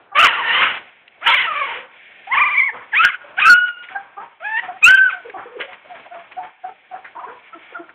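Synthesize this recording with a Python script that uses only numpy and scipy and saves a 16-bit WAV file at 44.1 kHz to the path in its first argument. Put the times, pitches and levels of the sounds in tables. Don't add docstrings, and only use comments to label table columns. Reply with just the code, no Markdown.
import sys
import numpy as np
from scipy import signal
from scipy.fft import rfft, irfft
from scipy.io import wavfile
from scipy.ndimage import uniform_filter1d

SR = 44100
rng = np.random.default_rng(int(sys.argv[2]) if len(sys.argv) > 2 else 0)


def how_loud(loudness_db):
    steps = np.asarray(loudness_db, float) / 20
    return 10 ** steps


def transcribe(u):
    v = np.clip(np.atleast_2d(u).T, -1, 1)
    q = np.round(v * 32767).astype(np.int16)
    wavfile.write(sys.argv[1], SR, q)


N = 350154

# (frequency [Hz], relative level [dB])
FLOOR_COLOUR = [(18, -57), (30, -28.5), (70, -10), (394, 1), (751, 5.5), (1110, -9), (1430, -7),
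                (1910, -9.5), (2310, -1.5), (3280, -8.5), (4300, -25.5), (5590, -47.5), (9460, -120)]
# (time [s], low part [dB], high part [dB])
RUSTLE = [(0, -56, -77.5), (.12, -53.5, -76), (.9, -57.5, -47.5), (1.06, -65, -55), (1.2, -61, -54),
          (1.902, -52, -54), (2.009, -62, -43), (2.258, -61.5, -48.5), (2.9, -58.5, -53), (3.3, -46.5, -51),
          (3.752, -60.5, -65.5), (4.029, -47.5, -51), (4.39, -60, -57.5), (4.679, -48.5, -51),
          (4.79, -57.5, -50.5), (5.249, -54, -50), (5.5, -56, -51), (6.0, -54.5, -51), (6.56, -67, -54.5),
          (7.101, -60, -54.5), (7.6, -53, -50), (7.94, -55, -70)]
# (frequency [Hz], relative level [dB])
RASP_LOW_COLOUR = [(24, -66), (40, -26), (203, -18), (279, -15.5), (446, -12), (682, -8), (923, -3.5),
                   (1500, -5), (1950, -12), (3300, -120)]
# (frequency [Hz], relative level [dB])
RASP_STRONG_COLOUR = [(880, -26.5), (1500, 2.5), (1800, -1.5), (2120, 3.5), (2550, -1), (3000, 1.5),
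                      (3320, -8.5), (4300, -41), (5590, -60), (9460, -120)]
# (frequency [Hz], relative level [dB])
RASP_GENTLE_COLOUR = [(880, -37.5), (1500, -7.5), (1850, -1.5), (2010, -6), (2180, 2.5), (2930, -9),
                      (3200, -7.5), (3360, -10), (4300, -42), (5590, -69), (9460, -120)]
# (frequency [Hz], boost [dB])
THROAT = [(200, 1), (1000, 1.5), (1500, 2.5), (2000, 4), (2600, -1), (3100, 1), (3700, -10), (4400, -31),
          (9000, -90)]
# (start [s], length [s], start pitch [Hz], end pitch [Hz], level at the peak [dB],
#                 mouth resonance [multiple of the pitch])
WHIMPERS = [ (0.115, .04, 389, 413, -32, 2.6), (2.715, 0.141, 442.4, 566, -41, 1.6),
            (3.23, .16, 552, 671, -44, 1.2), (3.902, 0.092, 757.2, 785, -35.5, 1.3),
            (3.946, 0.055, 798, 795, -23, 1.55), (4.166, 0.086, 378.3, 494, -28.5, 2.3),
            (4.62, .05, 745, 725, -32, .9), (4.675, .1, 705, 770, -29, .8),
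            (5.123, 0.088, 755.5, 695.7, -31.5, 1.5), (5.675, 0.054, 757, 721, -37, .8),
            (5.846, 0.0218, 626, 625, -40.5, .9), (5.895, 0.076, 729, 667, -33, .7),
            (6.049, 0.015, 607.6, 680, -35, .9), (6.107, 0.12, 713.8, 692.2, -31.5, 1.05),
            (6.365, 0.1015, 723, 717, -27.5, .9), (6.39, 0.1157, 880, 913, -36, .6),
            (6.633, 0.068, 724, 729, -24, .8), (6.676, 0.053, 440, 454, -36.5, 2.05),
            (6.911, 0.096, 735, 744, -28.5, .8), (7.148, 0.149, 953.4, 1026, -34, .6),
            (7.223, 0.0466, 900, 1110, -27.5, .9), (7.274, .04, 1000, 940, -33.5, 1.1),
            (7.528, 0.029, 666.2, 660, -33.5, 1.9), (7.546, 0.038, 363, 315, -36.5, 1.2),
            (7.744, 0.06, 679, 686, -27.5, 1.7), (7.787, 0.0468, 340.4, 353, -34, 1.4), ]
# (time [s], pitch [Hz], voice level [dB],
#                              mouth resonance [multiple of the pitch], breath level [dB])
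CRIES = [
    [(.148, 1134, -33, 1.2, -45), (.157, 1092, -15, 1.4, -26), (.179, 1183, -14, 1.3, -19),
     (.2, 1441, -12.5, 1.3, -18), (.24, 1458, -12, 1.6, -16), (.272, 1116, -15.5, 1.5, -14.5),
     (.28, 997, -17, 2.7, -20.5), (.335, 931.4, -29, 2.8, -29.5), (.381, 973.1, -26.5, 1.6, -29.5),
     (.467, 910.8, -24, 2.1, -27), (.52, 960.7, -17, 2.6, -25), (.556, 1018, -17, 2.7, -22),
     (.6, 1032, -16, 2.5, -18), (.628, 1087, -25, 2.1, -14), (.666, 1050, -32.5, 2.1, -21),
     (.724, 1086, -40, 2.1, -25.5), (.77, 1004, -40, 2.1, -39), (.83, 983, -61, 2.1, -56)],
    [(1.215, 596, -40.5, 2.1, -48), (1.229, 645.4, -29, 2.1, -43.5), (1.255, 850, -29, 2.1, -28),
     (1.27, 950, -14, 2.4, -19), (1.286, 1017, -14, 2.6, -15), (1.356, 1135, -15, 1.9, -21),
     (1.382, 1005, -15, 2.5, -25.5), (1.418, 1095, -21.5, 2.4, -25.5), (1.46, 884, -23.5, 2.1, -26.5),
     (1.475, 1386, -22.5, 1.2, -33), (1.52, 1183, -23, 1.1, -30.5), (1.545, 1221, -28.5, 1.3, -32),
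     (1.565, 1146, -21.5, 1.5, -31), (1.6, 1212, -22.5, 1.4, -30.5), (1.62, 1102, -21, 1.3, -34),
     (1.66, 1117, -22, 1.6, -29), (1.68, 1004, -30.5, 1.1, -29), (1.784, 919, -49, 1.1, -32),
     (1.885, 972, -67, 1.1, -72.5)],
    [(2.92, 1064, -36, 1.9, -47), (2.94, 817.4, -15, 1.9, -35), (2.956, 955, -14.5, 2.1, -24.5),
     (2.98, 1228, -12, 2.2, -26), (3.0, 1295, -11, 1.45, -30), (3.03, 1402, -12, .9, -22.5),
     (3.05, 1488, -9.5, .6, -14), (3.07, 1380, -15.5, .8, -33.5), (3.085, 1284, -28, 1.2, -44.5),
     (3.11, 1008, -23, 1.9, -58.5)],
    [(3.37, 693.2, -38, 2.2, -37.5), (3.39, 773.4, -7.5, 2.05, -32.5), (3.402, 1023, -27, 2.1, -17.5),
     (3.418, 1223, -18, 1.9, -22.5), (3.485, 1348, -8.5, 1.3, -26.5), (3.5, 1473, -3.5, .7, -29),
     (3.532, 1408, -3.5, .8, -33), (3.545, 1453, -10.5, 1.15, -39), (3.58, 1457, -11.5, 1.15, -48),
     (3.636, 1465, -16.5, 1.1, -59), (3.66, 1460, -17.5, 1.2, -49), (3.69, 1428, -17, 1.2, -39),
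     (3.71, 1423, -36.5, 1.35, -64), (3.86, 1435, -42.5, 1.5, -63)],
    [(4.405, 648.6, -43.5, 1.6, -47.5), (4.419, 627.6, -37, 1.2, -50.5), (4.438, 743, -30.5, 1.6, -47),
     (4.453, 836, -19.5, 2.1, -47), (4.505, 872.2, -27.5, 1.5, -43), (4.557, 893, -18, 1.9, -47.5),
     (4.6, 975, -20.5, 1.8, -29.5)],
    [(4.82, 1324, -49.5, 1.5, -40), (4.83, 1228, -13.5, 1.9, -34), (4.842, 1241, -3, 2.1, -39.5),
     (4.87, 1408, -7, 1.45, -25), (4.895, 1476, -5.5, 1.3, -17.5), (4.92, 1537, -6.5, .9, -25.5),
     (4.95, 1557, -11, 1.2, -37), (4.978, 1539, -16.5, 1.3, -44), (5.012, 1544, -7, .7, -47),
     (5.036, 1540, -8.5, .6, -57.5), (5.088, 1466, -19, 1.05, -43), (5.115, 1023, -29, 1.95, -39)],
]
DOUBLING = [-10, -9, -40, -35, -45, -45, -30]
CHEST = [6.5, 1.5, -2.5, -5, -3, 3, 2]
CLEAR_MOUTH = [16, 23, 28, 18.8, 12, 24, 30.3]
# (start [s], length [s], start pitch [Hz], end pitch [Hz], level [dB])
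WHISTLES = [(.205, .075, 1300, 1020, -17), (1.265, .08, 900, 1000, -21), (0.297, 0.14, 1674, 877, -27.5),
            (0.533, 0.15, 1175, 1366, -25.5), (1.262, .065, 1380, 1300, -20),
            (3.035, .04, 1575, 1565, -11.5), (3.441, .06, 1469, 1530, -14.5),
            (3.488, .04, 3480, 3522, -32.5)]
# (time [s], peak level [dB], centre of the ringing band [Hz], time to fade by 60 dB [s])
TICKS = [(1.078, -31.5, 2350, 0.02), (3.826, -39, 2070, 0.07), (3.885, -24.5, 1840, 0.043),
         (4.259, -43, 920, 0.044), (5.297, -25, 1860, 0.0223), (5.596, -20, 461, 0.08),
         (5.609, -24, 2390, 0.038), (5.633, -48.5, 2820, 0.036), (5.729, -28, 2098, 0.078),
         (5.951, -38, 1420, 0.04), (6.058, -30.5, 760, 0.088), (6.317, -29.5, 2140, 0.054),
         (7.044, -26, 1770, 0.18), (7.719, -33.5, 488, 0.0484), (7.89, -30, 1734, 0.061)]
# (start [s], length [s], start pitch [Hz], end pitch [Hz], level at the peak [dB],
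#                    mouth resonance [multiple of the pitch])
GRUNTS = [(1.675, .07, 495, 455, -34, 1.8), (1.745, .12, 475, 522, -41.5, 1.1),
          (5.245, 0.076, 476, 440, -35.5, 0.7), (5.335, .11, 405, 415, -35.5, 2.05),
          (5.455, 0.28, 475.7, 529.8, -39, 0.38), (7.15, 0.14, 370, 376.5, -35.5, 2.6),
          (7.265, 0.086, 418.4, 509, -37, 1.4)]
# (time [s], pitch [Hz], voice level [dB],
#                                         mouth resonance [multiple of the pitch], breath level [dB])
TRILL = [(2.275, 736, -32.5, 0.6, -44), (2.3, 856.2, -31.5, 0.86, -50.5), (2.32, 973.5, -15, 1.645, -35),
         (2.343, 1136, -13, 1.52, -23), (2.385, 1185, -13, 1.4, -22.5), (2.42, 1226, -11.5, 1.56, -27.5),
         (2.52, 1206, -20.5, 1.58, -35), (2.591, 1151, -12, 2.03, -43.5), (2.63, 1127, -13.5, 1.79, -46.5),
         (2.671, 1095, -21.5, 1.9, -51), (2.704, 817, -20.5, 1.6, -42.5)]
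# (time of the lowest pitch [s], depth [Hz], fall time [s])
FLUTTERS = [(2.352, 300, .008), (2.397, 270, .006), (2.442, 230, .007), (2.493, 230, .008),
            (2.552, 180, .009), (2.611, 130, .011)]
# (time [s], length [s], low part [dB], high part [dB])
PUFFS = [(2.729, 0.13, -32.5, -44.5), (3.821, 0.031, -44.5, -33), (3.888, 0.076, -39.5, -40),
         (5.586, .03, -33, -45), (5.598, 0.047, -35.5, -23.5), (3.66, .03, -46, -50),
         (4.198, 0.061, -35, -49), (4.626, 0.097, -33.5, -42.5), (5.099, 0.055, -47.5, -30),
         (5.366, .12, -31.5, -58), (6.425, 0.058, -34, -45), (6.944, .04, -35, -56),
         (5.709, 0.048, -36.5, -42), (5.939, 0.063, -39.5, -40.5), (6.136, 0.17, -40.5, -46.5),
         (6.306, 0.032, -43, -50), (7.033, 0.037, -40.5, -58), (7.274, 0.052, -33, -53),
         (7.61, 0.297, -61, -46.5), (7.695, 0.042, -46, -43.5)]

FLOOR_DB = -58
DUCK_AT_DB, DUCK_RATIO, DUCK_S = -21.5, 0.98, 0.27
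SOFT_BREATH_DB = -18.5
HOARSE_MOUTH_DB = 4
BREATH_LOW_DB, BREATH_LOW_SLOPE = -23.5, 0.57
ROOM_T60_S, ROOM_DB = 0.3656, -10.5
BAND_TOP_HZ = 4085
OVERLOAD_LEVEL = 0.76


def walk(rate, n):
    k = max(int(SR / rate), 2)
    steps = np.repeat(rng.standard_normal(n // k + 1), k)
    return 1.2 * uniform_filter1d(uniform_filter1d(steps, k), k)[:n]


def colour(x, points):
    hz, db = np.transpose(points)
    bins = np.maximum(np.arange(len(x) // 2 + 1) * SR / len(x), 1)
    gain = how_loud(np.interp(np.log(bins), np.log(hz), db))
    y = irfft(rfft(x) * gain, len(x))
    return y / np.sqrt(np.mean(y ** 2))


def add(out, start_s, x):
    i = int(start_s * SR)
    out[i:i + len(x)] += x[:len(out) - i]


def floor_ducking(loud):
    keep = np.exp(-1 / (DUCK_S * SR))
    power = signal.lfilter([1 - keep], [1, -keep], loud ** 2)
    power_db = 10 * np.log10(power + 1e-12)
    return how_loud(-DUCK_RATIO * np.maximum(power_db - DUCK_AT_DB, 0))


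def quiet_floor(voices):
    level = how_loud(FLOOR_DB + 6 * walk(12, N))
    return colour(rng.standard_normal(N), FLOOR_COLOUR) * level * floor_ducking(voices)


def rustle():
    s, low_db, high_db = np.transpose(RUSTLE)
    t = np.arange(N) / SR
    low = how_loud(np.interp(t, s, low_db) + 0.83 * walk(39, N))
    high = how_loud(np.interp(t, s, high_db) + 0.5 * walk(17, N))
    return np.array([low, high])


def rasp(gains):
    low, high = (uniform_filter1d(part, int(.008 * SR)) for part in gains)
    effort = np.clip((20 * np.log10(high) + 40) / 12, 0, 1)
    air = rng.standard_normal(N)
    bright = effort * colour(air, RASP_STRONG_COLOUR) + (1 - effort) * colour(air, RASP_GENTLE_COLOUR)
    dull = colour(rng.standard_normal(N), RASP_LOW_COLOUR)
    low_grain = how_loud(0.6 * walk(60, N))
    high_grain = how_loud(2.0 * walk(77, N))
    return dull * low * low_grain + bright * high * high_grain


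def vocal_folds(t, hz, levels_db, jitter, shimmer_db, edge_s, half_db=-60.5):
    waver = walk(260, len(t)) + .5 * walk(45, len(t))
    phase = 2 * np.pi * np.cumsum(hz * (1 + jitter * waver)) / SR
    fade = np.clip(np.minimum(t - t[0], t[-1] - t) / edge_s, 0, 1)
    doubling = 1 + how_loud(half_db + 0.54 * walk(21.4, len(t))) * np.cos(phase / 2)
    harmonics = 0
    for k, db in enumerate(levels_db, start=1):
        level = np.sqrt(2) * how_loud(db + shimmer_db * walk(121.2, len(t)))
        harmonics = harmonics + level * np.sin(k * phase)
    return fade * doubling * harmonics


def overtones(hz, db, mouth, mouth_db):
    k = np.arange(1, 6)[:, None]
    throat_hz, throat_db = np.transpose(THROAT)
    away = (k - mouth) * np.sqrt(hz / 1200)
    mouth_loss_db = mouth_db * away ** 2 / np.sqrt(.5 + .5 * away ** 2)
    shape_db = np.interp(np.log(k * hz), np.log(throat_hz), throat_db) - mouth_loss_db
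    shape_db = np.maximum(shape_db, shape_db.max(axis=0) - 47.5)
    return db + shape_db - 10 * np.log10(np.sum(how_loud(shape_db) ** 2, axis=0))


def soft_call(row, mouth_db, peak, rise_db, fall_db, jitter, shimmer_db, half_db):
    start, length, from_hz, to_hz, db, mouth = row
    t = np.arange(0, length, 1 / SR)
    hz = from_hz + (to_hz - from_hz) * t / length
    swell_db = np.interp(t / length, [0, peak, 1], [-rise_db, 0, -fall_db])
    levels_db = overtones(hz, db + swell_db, mouth, mouth_db)
    voice = vocal_folds(t, hz, levels_db, jitter, shimmer_db, .004, half_db)
    low_breath = how_loud(db + SOFT_BREATH_DB + 0.76 * swell_db)
    return start, voice, low_breath


def whimper(row):
    attack_s = .016
    return soft_call(row, mouth_db=25.5, peak=attack_s / row[1], rise_db=13.5, fall_db=16,
                     jitter=.027, shimmer_db=3.5, half_db=-21.)


def loud_cry(table, half_db, chest_db, clear_db, flutters=()):
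    s, *columns = np.transpose(table)
    t = np.arange(s[0] - .004, s[-1] + 0.0013, 1 / SR)
    hz, db, mouth, breath_db = (np.interp(t, s, c) for c in columns)
    hoarse = np.minimum(how_loud(breath_db - db), 1)
    dip_hz = 0
    for at, depth_hz, fall_s in flutters:
        width_s = np.where(t < at, fall_s, 2.1 * fall_s)
        dip_hz = dip_hz + depth_hz * np.exp(-((t - at) / width_s) ** 2)
    mouth_db = clear_db + (HOARSE_MOUTH_DB - clear_db) * np.sqrt(hoarse)
    levels_db = overtones(hz, db, mouth, mouth_db)
    levels_db = levels_db + np.array([[-.025], [0], [.045], [0], [0]]) * dip_hz
    jitter = .007 + .075 * hoarse ** 1.3
    voice = vocal_folds(t, hz - dip_hz, levels_db, jitter, 1.8 + 2.5 * hoarse, .006, half_db)
    low_breath = how_loud(chest_db + BREATH_LOW_DB + BREATH_LOW_SLOPE * breath_db)
    return t[0], voice, low_breath, how_loud(breath_db)


def whistle(row):
    start, length, from_hz, to_hz, db = row
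    t = np.arange(0, length, 1 / SR)
    hz = from_hz + (to_hz - from_hz) * t / length
    return start, vocal_folds(t, hz, [db], .03, 3.5, .01)


def ticks():
    out, t = np.zeros(N), np.arange(int(.12 * SR)) / SR
    contact = 1 - np.exp(-t / .0015)
    for at, db, hz, t60 in TICKS:
        band = signal.butter(3, [hz / 1.3, hz * 1.3], "bandpass", fs=SR, output="sos")
        decay = np.exp(-np.log(1000) * t / t60)
        burst = signal.sosfilt(band, rng.standard_normal(len(t)) * contact * decay)
        add(out, at, how_loud(db) * burst / np.abs(burst).max())
    return out


def grunt(row):
    return soft_call(row, mouth_db=24.5, peak=0.27, rise_db=3.5, fall_db=10,
                     jitter=.085, shimmer_db=5., half_db=-30.)


def trill():
    return loud_cry(TRILL, DOUBLING[-1], CHEST[-1], CLEAR_MOUTH[-1], FLUTTERS)


def puffs():
    gains, t = np.zeros((2, N)), np.arange(N) / SR
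    for at, length, low_db, high_db in PUFFS:
        rise = np.clip((t - at) / 0.022, 0, 1)
        shape = rise * np.exp(-2.5 * np.maximum(t - at - .012, 0) / length)
        gains += how_loud([[low_db], [high_db]]) * shape
    return gains


def litter():
    calls = [whimper(row) for row in WHIMPERS]
    calls += [loud_cry(*settings) for settings in zip(CRIES, DOUBLING, CHEST, CLEAR_MOUTH)]
    calls += [whistle(row) for row in WHISTLES]
    calls += [grunt(row) for row in GRUNTS]
    calls.append(trill())
    tracks = np.zeros((3, N))
    for start, *layers in calls:
        for track, layer in zip(tracks, layers):
            add(track, start, layer)
    return tracks[0], tracks[1:]


def room(x):
    t = np.arange(int(.8 * SR)) / SR
    ring = rng.standard_normal(len(t)) * np.exp(-np.log(1000) * t / ROOM_T60_S) * (t > .004)
    wet = signal.fftconvolve(x, ring / np.sqrt(np.sum(ring ** 2)))[:N]
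    return x + wet * how_loud(ROOM_DB + 3.9 * walk(70, N))


def scene():
    voices, breath = litter()
    rough_air = rasp(breath + rustle() + puffs())
    mix = room(voices + rough_air) + ticks() + quiet_floor(voices)
    return mix[None]


def top_cut(x):
    return signal.sosfilt(signal.butter(12, 16410, fs=SR, output="sos"), x)


def record(dry):
    low_pass = signal.ellip(8, .3, 80, BAND_TOP_HZ, fs=SR, output="sos")
    narrow = signal.sosfilt(low_pass, dry)
    finished = np.clip(narrow, -OVERLOAD_LEVEL, OVERLOAD_LEVEL)
    return top_cut(finished)


dry = scene()
out = record(dry)
transcribe(out)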